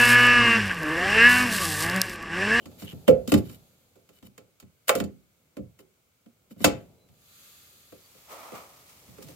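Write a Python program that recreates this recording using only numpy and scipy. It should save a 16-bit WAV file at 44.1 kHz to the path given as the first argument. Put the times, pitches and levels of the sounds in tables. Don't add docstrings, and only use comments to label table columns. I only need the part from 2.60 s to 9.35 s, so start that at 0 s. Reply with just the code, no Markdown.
import sys
import numpy as np
from scipy import signal
from scipy.fft import rfft, irfft, next_fast_len
from scipy.io import wavfile
from scipy.ndimage import uniform_filter1d, minimum_filter1d

SR = 44100
rng = np.random.default_rng(int(sys.argv[2]) if len(sys.argv) > 2 else 0)


def persist_wave(psi):
    counts = np.round(np.clip(psi, -1, 1) * 32767).astype(np.int16)
    wavfile.write(sys.argv[1], SR, np.atleast_2d(counts).T)


N = 297675

# low f/Hz, high f/Hz, rise/s, first crack level/dB, early t60/s, tail level/dB, tail t60/s,
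# dense ring level/dB, gain/dB
BLOW_REGISTERS = [(56.48, 170, 0.018, -27.5, 0.6, -21.5, 0.85, -5.5, 3),
                  (144, 400, 0.0047, -32, 0.39, -24, 0.55, -7.5, -2),
                  (384.5, 700, 0.0051, -14, 0.34, -13.5, .48, -9, -3),
                  (698.6, 3000, 0.0028, 3, 0.046, -20, 0.33, 5.5, 3),
                  (3000, 8000, .0018, 9, 0.088, -13, 0.23, 1.5, 0),
                  (7850, 15000, .0018, 7.5, 0.055, -12, 0.14, 4, 3)]
# f/Hz, level/dB, t60/s, left minus right/dB, phase between the microphones/rad
WALL_MODES = [(88.7, 4, 0.16, 1, -0.5), (90.6, -5, 0.2, 1.5, -1.5), (116.5, -1, 0.36, 1.5, -1),
              (166.6, -7, .3, 3, -5), (175, -9, 0.48, -4.5, -2.97), (200.4, -1, .28, 1, -1),
              (234.7, -3.5, 0.29, -4, -1), (258.5, -6.5, 0.39, -1.5, -1), (294.6, 3, 0.21, 1.5, 1.38),
              (345, -10.5, .25, 1, 4), (380.2, -8.5, .38, -4.5, -0.5), (414, -12, 0.19, -4.5, 1.5),
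              (459.4, -11, 0.18, -2, -0.5), (491.2, -8.5, 0.28, -0.5, .5), (522.4, 0, .28, -4.5, 1.5),
              (577, -7.5, 0.22, 2, 0.5), (688, -11, 0.16, 5, 1.2), (834, -10, 0.27, 0, 1.5),
              (1060, -9, 0.15, -6, 2), (1194, -9, 0.12, 4, -1), (1327, -10, .17, -3, 1),
              (1421.5, -14.5, 0.11, 1.5, 0), (1765, -14, 0.096, 2, 1), (2270, -19, .2, 0.5, 1.2),
              (2430, -19.5, 0.2, -1, 2), (2630, -13, 0.048, 6.5, 3), (3480, -13.5, 0.058, -3, 0),
              (4450, -11.5, .11, 0, 0.5), (5020, -15.5, .15, -2, 5.8)]
# f/Hz, relative level/dB per Hz
PLASTIC_COLOUR = [(60, -3.5), (550, 5.5), (880, -5.5), (1130, 0.5), (1450, -4.5), (1700, -5.5),
                  (2000, -3.5), (2450, -5.5), (3500, -9.5), (4500, -7), (5700, -13.5), (7000, -11),
                  (8600, -16), (13000, -14), (16000, -16)]


def knocks(blows, spot_width=0.08, scatter_db=1.5, crack_t60=0.013):
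    t = np.arange(SR * 2 // 3) / SR
    hz, mode_db, t60, side_db, lag = np.transpose(WALL_MODES)
    rings = []
    for f, decay_s, side, phase in zip(hz, t60, side_db, lag):
        stereo_phase = np.array([[phase], [-phase]]) / 2
        rings.append(pan(side) * fade(t, decay_s) * np.exp(1j * (2 * np.pi * f * t + stereo_phase)))
    rings = np.array(rings)
    dense = ripple(colour(noise(N), PLASTIC_COLOUR), depth_db=5.0, spacing_hz=44.39)
    starts = rng.integers(0, N - len(t), len(blows))

    shares = undb(mode_db + scatter_db * rng.standard_normal((len(blows), len(hz))))
    shares = shares * np.exp(2j * np.pi * rng.random((len(blows), len(hz))))

    out = np.zeros((2, N))
    for k, register in enumerate(BLOW_REGISTERS):
        lo_hz, hi_hz, rise, crack_db, early_t60, tail_db, tail_t60, dense_db, gain_db = register
        inside = (hz >= lo_hz) & (hz < hi_hz)
        own_rings = rings[inside]
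        wash = unit(band(dense, lo_hz, hi_hz, order=4)) * undb(dense_db)
        crack = undb(crack_db) * fade(t, crack_t60)
        decay = crack + np.hypot(fade(t, early_t60), undb(tail_db) * fade(t, tail_t60))
        swell = 1 - np.exp(-(t / rise) ** 2)
        for blow, start, share in zip(blows, starts, shares):
            s, *levels_db, spot_hz, spot_db, damping, pan_db = blow
            ringing = np.tensordot(share[inside], own_rings, axes=1).imag
            x = swell * (ringing + decay * wash[:, start:start + len(t)])
            if lo_hz <= spot_hz < hi_hz:
                spot = band(x, spot_hz * (1 - spot_width), spot_hz * (1 + spot_width), order=1)
                x = x + (undb(spot_db) - 1) * spot
            x = x * undb(-damping * t)
            add(out, s, unit_peak(x) * undb(levels_db[k] + gain_db) * pan(pan_db / 2))
    return out


# t/s, wall thud level/dB, housing ring level/dB, struck part clack level/dB, edge click level/dB,
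# struck spot f/Hz, its resonance/dB, damping by the hand/(dB/s), left minus right/dB (half is applied)
PLASTIC_CLACKS = [(0.478, -14, -5, -28.5, -36, 501, 24, 26.5, -4),
                  (0.675, -24, -35, -49, -39, 231, 15, 248, -4.5),
                  (0.718, -12, -20.5, -28.5, -30, 313, 22, 59, -2.5),
                  (0.738, -10, -24.5, -31, -30.5, 212, 6, 47, -3),
                  (2.28, -52, -32.5, -35.5, -33, 590, 2, 22, 0),
                  (2.291, -39, -15.5, -19, -24.5, 570, 1.5, 27, -3),
                  (2.351, -28.5, -22.5, -35.5, -36, 491, 9, 42, -4),
                  (2.4, -23, -30, -36, -38, 195, 8.5, 75, -6),
                  (2.438, -34.5, -55, -63, -47.5, 198, 2.5, 4, -2),
                  (4.042, -17, -13.5, -16, -16.5, 303.5, 6.5, 11.5, 3)]


def clacks():
    return [hard_blow(*row) for row in PLASTIC_CLACKS]


BOOM_DB, BOOM_BUILD_S = -14.5, .04


def hard_blow(s, thud, ring, clack, click, hz, spot_db, damping, pan_db):
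    boom = thud + BOOM_DB - BOOM_BUILD_S * damping
    return s, boom, thud, ring, clack, click, tick(click, hz), hz, spot_db, damping, pan_db


TICK_EVEN_HZ, TICK_DB_PER_OCTAVE = 470, 4.5


def tick(click_db, hz):
    return click_db + TICK_DB_PER_OCTAVE * np.log2(hz / TICK_EVEN_HZ)


# t/s, level/dB, spot f/Hz, nail click level/dB, damping/(dB/s)
FINGER_TOUCHES = [(0.056, -41.5, 243, -54, 36.5), (0.113, -61, 221, -66, 17), (0.22, -35.5, 188, -51.5, 40),
                  (0.324, -38.5, 160, -62, 59.5), (0.776, -50, 191, -49, 21),
                  (0.895, -43.5, 231, -57.5, 16), (1.355, -57.5, 380, -71.5, 25),
                  (1.489, -57, 403, -64, 13), (1.625, -46.5, 210, -62, 7), (1.777, -48, 440, -55, 7),
                  (1.999, -74, 540, -55.5, 27), (2.024, -47.5, 175, -66.5, 91),
                  (2.967, -35.5, 300, -57, 90), (2.984, -33.5, 206, -76, 64), (3.189, -52, 391, -63.5, 20),
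                  (3.659, -48, 229.7, -72.5, 250.5), (3.907, -42, 217, -67.5, 397.5),
                  (3.961, -47, 185, -77, 19.5), (4.003, -31, 204.2, -58, 250),
                  (4.487, -61.5, 149.5, -70.5, 15.5)]
TOUCH_PAN_DB = -4


def touches():
    return [soft_blow(*row, TOUCH_PAN_DB) for row in FINGER_TOUCHES]


# t/s, level/dB, f/Hz, damping/(dB/s), left minus right/dB (half is applied)
BODY_BUMPS = [(5.322, -44.5, 397, 110.5, 2), (5.548, -56, 450, 200, 8), (5.919, -39.5, 403, 85, 1),
              (6.48, -51.5, 180, 23, -7.5), (6.582, -43.5, 414, 18.5, -6), (6.625, -48.5, 155, 20.5, -6),
              (6.684, -47.5, 317, 10, -3)]
BUMP_CLICK_DB = -19.5


def bumps():
    return [soft_blow(s, db, hz, db + BUMP_CLICK_DB, damping, pan_db)
            for s, db, hz, damping, pan_db in BODY_BUMPS]


SOFT_REGISTER_CENTRES = (89.26, 227, 560)
SOFT_FALL_DB_PER_OCTAVE, SOFT_BOOM_DB, SOFT_RESONANCE_DB = 8.5, -0.5, 13
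CLACK_RING_SHARE, CLACK_DB = 0.3, -1.5


def soft_blow(s, db, hz, click_db, damping, pan_db):
    octaves = np.abs(np.log2(hz / np.array(SOFT_REGISTER_CENTRES)))
    boom, thud, ring = db - SOFT_FALL_DB_PER_OCTAVE * (octaves - octaves.min())
    boom = boom + SOFT_BOOM_DB - BOOM_BUILD_S * damping
    clack = click_db + CLACK_RING_SHARE * (ring - click_db) + CLACK_DB
    top = tick(click_db, hz)
    return s, boom, thud, ring, clack, click_db, top, hz, SOFT_RESONANCE_DB, damping, pan_db


# start t/s, end t/s, level/dB
PLASTIC_SCRAPES = [(0.177, 0.254, -48.5), (0.269, 0.329, -55.5), (0.469, 0.507, -46), (0.676, 0.702, -36),
                   (0.76, 0.789, -41.5), (0.837, 0.955, -54.5), (1.517, 1.591, -63.5), (1.631, 1.671, -57),
                   (2.272, 2.29, -31), (2.372, 2.377, -30), (3.178, 3.211, -60), (3.893, 3.921, -57),
                   (3.974, 4.015, -55), (4.008, 4.047, -42.5)]
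# start t/s, end t/s, level/dB
HINGE_SQUEAKS = [(0.0, 0.066, -65), (0.25, 0.314, -47), (0.471, 0.486, -31.5)]
SQUEAK_HZ, SQUEAK_WIDTH_HZ = 3020, 280


def scrapes(grain_db=4, grip_db=0.5, edge_s=0.023):
    grip = unit(uniform_filter1d(rng.standard_normal(N), size=500))
    grains = np.repeat(rng.standard_normal(N // 40 + 1), 40)[:N]
    slips = noise(N) * undb(grip_db * grip + grain_db * grains)
    rasp = band(colour(slips, PLASTIC_COLOUR), 2600, 17000, order=1)
    rasp = ripple(rasp, depth_db=7.5, spacing_hz=62.0)
    half_width = SQUEAK_WIDTH_HZ / 2
    squeak = unit(band(slips, SQUEAK_HZ - half_width, SQUEAK_HZ + half_width, order=1))

    out = np.zeros((2, N))
    for sound, rows in [(rasp, PLASTIC_SCRAPES), (squeak, HINGE_SQUEAKS)]:
        for start, end, db in rows:
            i = np.arange(max(int(start * SR), 0), int(end * SR) + SR // 10)
            t = i / SR
            contact = np.clip((t - start) / edge_s, 0, 1) * fade(np.maximum(t - end, 0), 0.059)
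            add(out, start, contact * undb(db) * sound[:, i])
    return out


# peak t/s, dying time/s, level/dB before the trim
SLEEVE_SWISHES = [(0.25, .6, -58), (0.8, .35, -59.5), (2.35, .6, -72.5), (4.09, .2, -61.5),
                  (4.88, .65, -52)]
# f/Hz, relative level/dB per Hz
SLEEVE_COLOUR = [(500, -29), (1230, -5.5), (1600, -10.5), (2300, -5.5), (3000, -6.5), (4300, -3.5),
                 (5700, -11), (6800, -3), (8300, -8.5), (10500, -9.5), (12300, -2.5), (14500, -5.5),
                 (16000, -12.5)]


def sleeve(trim_db=-1):
    hiss = ripple(colour(noise(N), SLEEVE_COLOUR), depth_db=3.0, spacing_hz=78.23)
    return hiss * undb(trim_db) * swishes(SLEEVE_SWISHES)


# peak t/s, dying time/s, hiss level/dB before the trim, heavy cloth drag level/dB
SHIRT_STROKES = [(5.732, 0.11, -47, -43.5), (5.86, 0.18, -52, -46.5), (5.958, .06, -48, -42.5),
                 (6.3, 0.045, -53.5, -74), (6.628, 0.016, -44, -66), (6.688, 0.036, -49, -64)]
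# f/Hz, relative level/dB per Hz
SHIRT_HISS_COLOUR = [(470, -42), (800, -6), (1270, -2), (1540, -7.5), (2290, -1.5), (2630, -4),
                     (7170, -4.5), (10600, -7.5), (13600, -3), (16000, -9.5)]
# f/Hz, relative level/dB per Hz
CLOTH_DRAG_COLOUR = [(150, -31), (250, -10.5), (378, -8.5), (626, -0.5), (945, -5), (1250, 0.5),
                     (1570, -16), (2300, -10.5), (2670, -17.5), (6000, -33), (7800, -52.5), (13200, -120)]
RISING_FROM_S, RISING_FADE_S, SLIDE_HISS_DB, SLIDE_DRAG_DB = 5.194, 0.42, -56, -71


def shirt(hiss_trim_db=-1, grain_db=1.0):
    fibres = undb(grain_db * unit(uniform_filter1d(rng.standard_normal(N), size=200)))
    hiss = colour(noise(N) * fibres, SHIRT_HISS_COLOUR)
    drag = colour(noise(N) * fibres, CLOTH_DRAG_COLOUR)
    rising = np.clip((np.arange(N) / SR - RISING_FROM_S) / RISING_FADE_S, 0, 1)
    hiss_strokes = swishes([(s, length, db) for s, length, db, _ in SHIRT_STROKES])
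    drag_strokes = swishes([(s, length, db) for s, length, _, db in SHIRT_STROKES])
    hiss_gain = np.hypot(hiss_strokes, rising * undb(SLIDE_HISS_DB))
    drag_gain = np.hypot(drag_strokes, rising * undb(SLIDE_DRAG_DB))
    return hiss * undb(hiss_trim_db) * hiss_gain + drag * drag_gain


SWISH_RISE_SHARE = .38


def swishes(rows):
    t = np.arange(N) / SR
    power = np.zeros(N)
    for s, length, db in rows:
        u = (t - s) / length
        exponent = np.where(u < 0, (u / SWISH_RISE_SHARE) ** 2, u)
        power += (undb(db) * np.exp(-np.minimum(exponent, 20))) ** 2
    return np.sqrt(power)


# start t/s, length/s, f/Hz, level/dB
BIRD_WHISTLES = [(4.37, 0.12, 4005, -77), (4.67, 0.098, 3910, -76), (5.41, .08, 4570, -70.5)]


def whistles(waver=0.0085):
    out = np.zeros((2, N))
    drift = 1 + waver * unit(uniform_filter1d(rng.standard_normal(N), size=300))
    for s, length, hz, db in BIRD_WHISTLES:
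        size = int(length * SR)
        tone = np.sin(2 * np.pi * np.cumsum(hz * drift[:size]) / SR)
        note = unit(np.hanning(size) ** .5 * tone)
        add(out, s, pan(0) * undb(db) * note)
    return out


# t/s, rumble level/dB
HAND_LEAN = [(0, -54.5), (.9, -56.5), (1.15, -67), (2.2, -74.5), (3.2, -70.5), (3.55, -77.5), (4.3, -59.5),
             (4.65, -69), (6.3, -65), (6.75, -55.5)]
# f/Hz, relative level/dB per Hz
RUMBLE_COLOUR = [(40, -17.5), (80, -2.5), (170, -4), (310, -10), (520, -9.5), (800, -17.5), (2000, -46)]


def wall_rumble():
    return colour(noise(N), RUMBLE_COLOUR) * curve(HAND_LEAN)


# f/Hz, relative level/dB per Hz
STILL_AIR_COLOUR = [(18, -51), (30, -15.5), (109, 0), (404, -12.5), (499, -7.5), (760, -18), (1390, -9.5),
                    (1860, -18.5), (2230, -8.5), (2410, -13), (5310, -17.5), (7270, -15), (10800, -19.5),
                    (14400, -15), (16000, -16.5)]


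def still_air(level_db=-69):
    return colour(noise(N), STILL_AIR_COLOUR) * undb(level_db)


# f/Hz, coherence
MIC_LIKENESS = [(130, 0.98), (300, 0.35), (640, 0.84), (1400, 0.0)]


def noise(size):
    fast = next_fast_len(size)
    mid, side = rfft(rng.standard_normal((2, fast)))
    alike = np.clip(over_hz(MIC_LIKENESS, np.arange(len(mid)) * SR / fast), -1, 1)
    mid, side = mid * np.sqrt(1 + alike), side * np.sqrt(1 - alike)
    return irfft(np.array([mid + side, mid - side]), fast)[:, :size]


def ripple(x, depth_db, spacing_hz):
    size = next_fast_len(x.shape[1])
    hz = np.arange(size // 2 + 1) * SR / size
    place = np.sqrt(hz * 1000) * 2 / spacing_hz
    shared, left, right = rng.standard_normal((3, 1000))
    db = np.array([np.interp(place, np.arange(1000), shared + own) for own in (left, right)])
    db = db * depth_db / np.sqrt(2)
    return unit(irfft(rfft(x, size) * undb(db * np.minimum(hz / 1000, 1)), size)[:, :x.shape[1]])


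def colour(x, points):
    size = next_fast_len(x.shape[-1])
    hz = np.arange(size // 2 + 1) * SR / size
    return unit(irfft(rfft(x, size) * undb(over_hz(points, hz)), size)[..., :x.shape[-1]])


def over_hz(points, hz):
    f, value = np.transpose(points)
    return np.interp(np.log(hz + 1), np.log(f), value)


def curve(rows):
    s, db = np.transpose(rows)
    return undb(np.interp(np.arange(N) / SR, s, db, left=-120, right=-120))


def band(x, lo_hz, hi_hz, order=3):
    edges = [lo_hz, min(hi_hz, SR / 2 - 1000)]
    return signal.sosfilt(signal.butter(order, edges, "band", fs=SR, output="sos"), x)


def undb(db):
    return 10 ** (np.asarray(db) / 20)


def unit(x):
    return x / np.sqrt(np.mean(x ** 2) + 1e-20)


def unit_peak(x):
    return x / np.sqrt(uniform_filter1d(np.mean(x ** 2, axis=0), size=SR // 100).max())


def pan(db):
    return undb(np.array([[db], [-db]]) / 2)


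def fade(t, t60):
    return np.exp(-np.log(1000) * t / t60)


def add(out, s, x):
    i = max(int(s * SR), 0)
    out[:, i:i + x.shape[1]] += x[:, :max(N - i, 0)]


def scene():
    blows = clacks() + touches() + bumps()
    return knocks(blows) + scrapes() + sleeve() + shirt() + whistles() + wall_rumble() + still_air()


TOP_HZ, CEILING = 15900, .9


def record(dry):
    top = signal.ellip(10, .2, 70, TOP_HZ, fs=SR, output="sos")
    low_cut = signal.butter(2, 28, "high", fs=SR, output="sos")
    lean = signal.sosfilt(top, signal.sosfilt(low_cut, dry))
    allowed = CEILING / np.maximum(np.abs(lean), CEILING)
    held = minimum_filter1d(allowed, size=SR // 200)
    gain = uniform_filter1d(held, size=SR // 200)
    return signal.sosfilt(top, lean * gain)


dry = scene()
out = record(dry)
persist_wave(out)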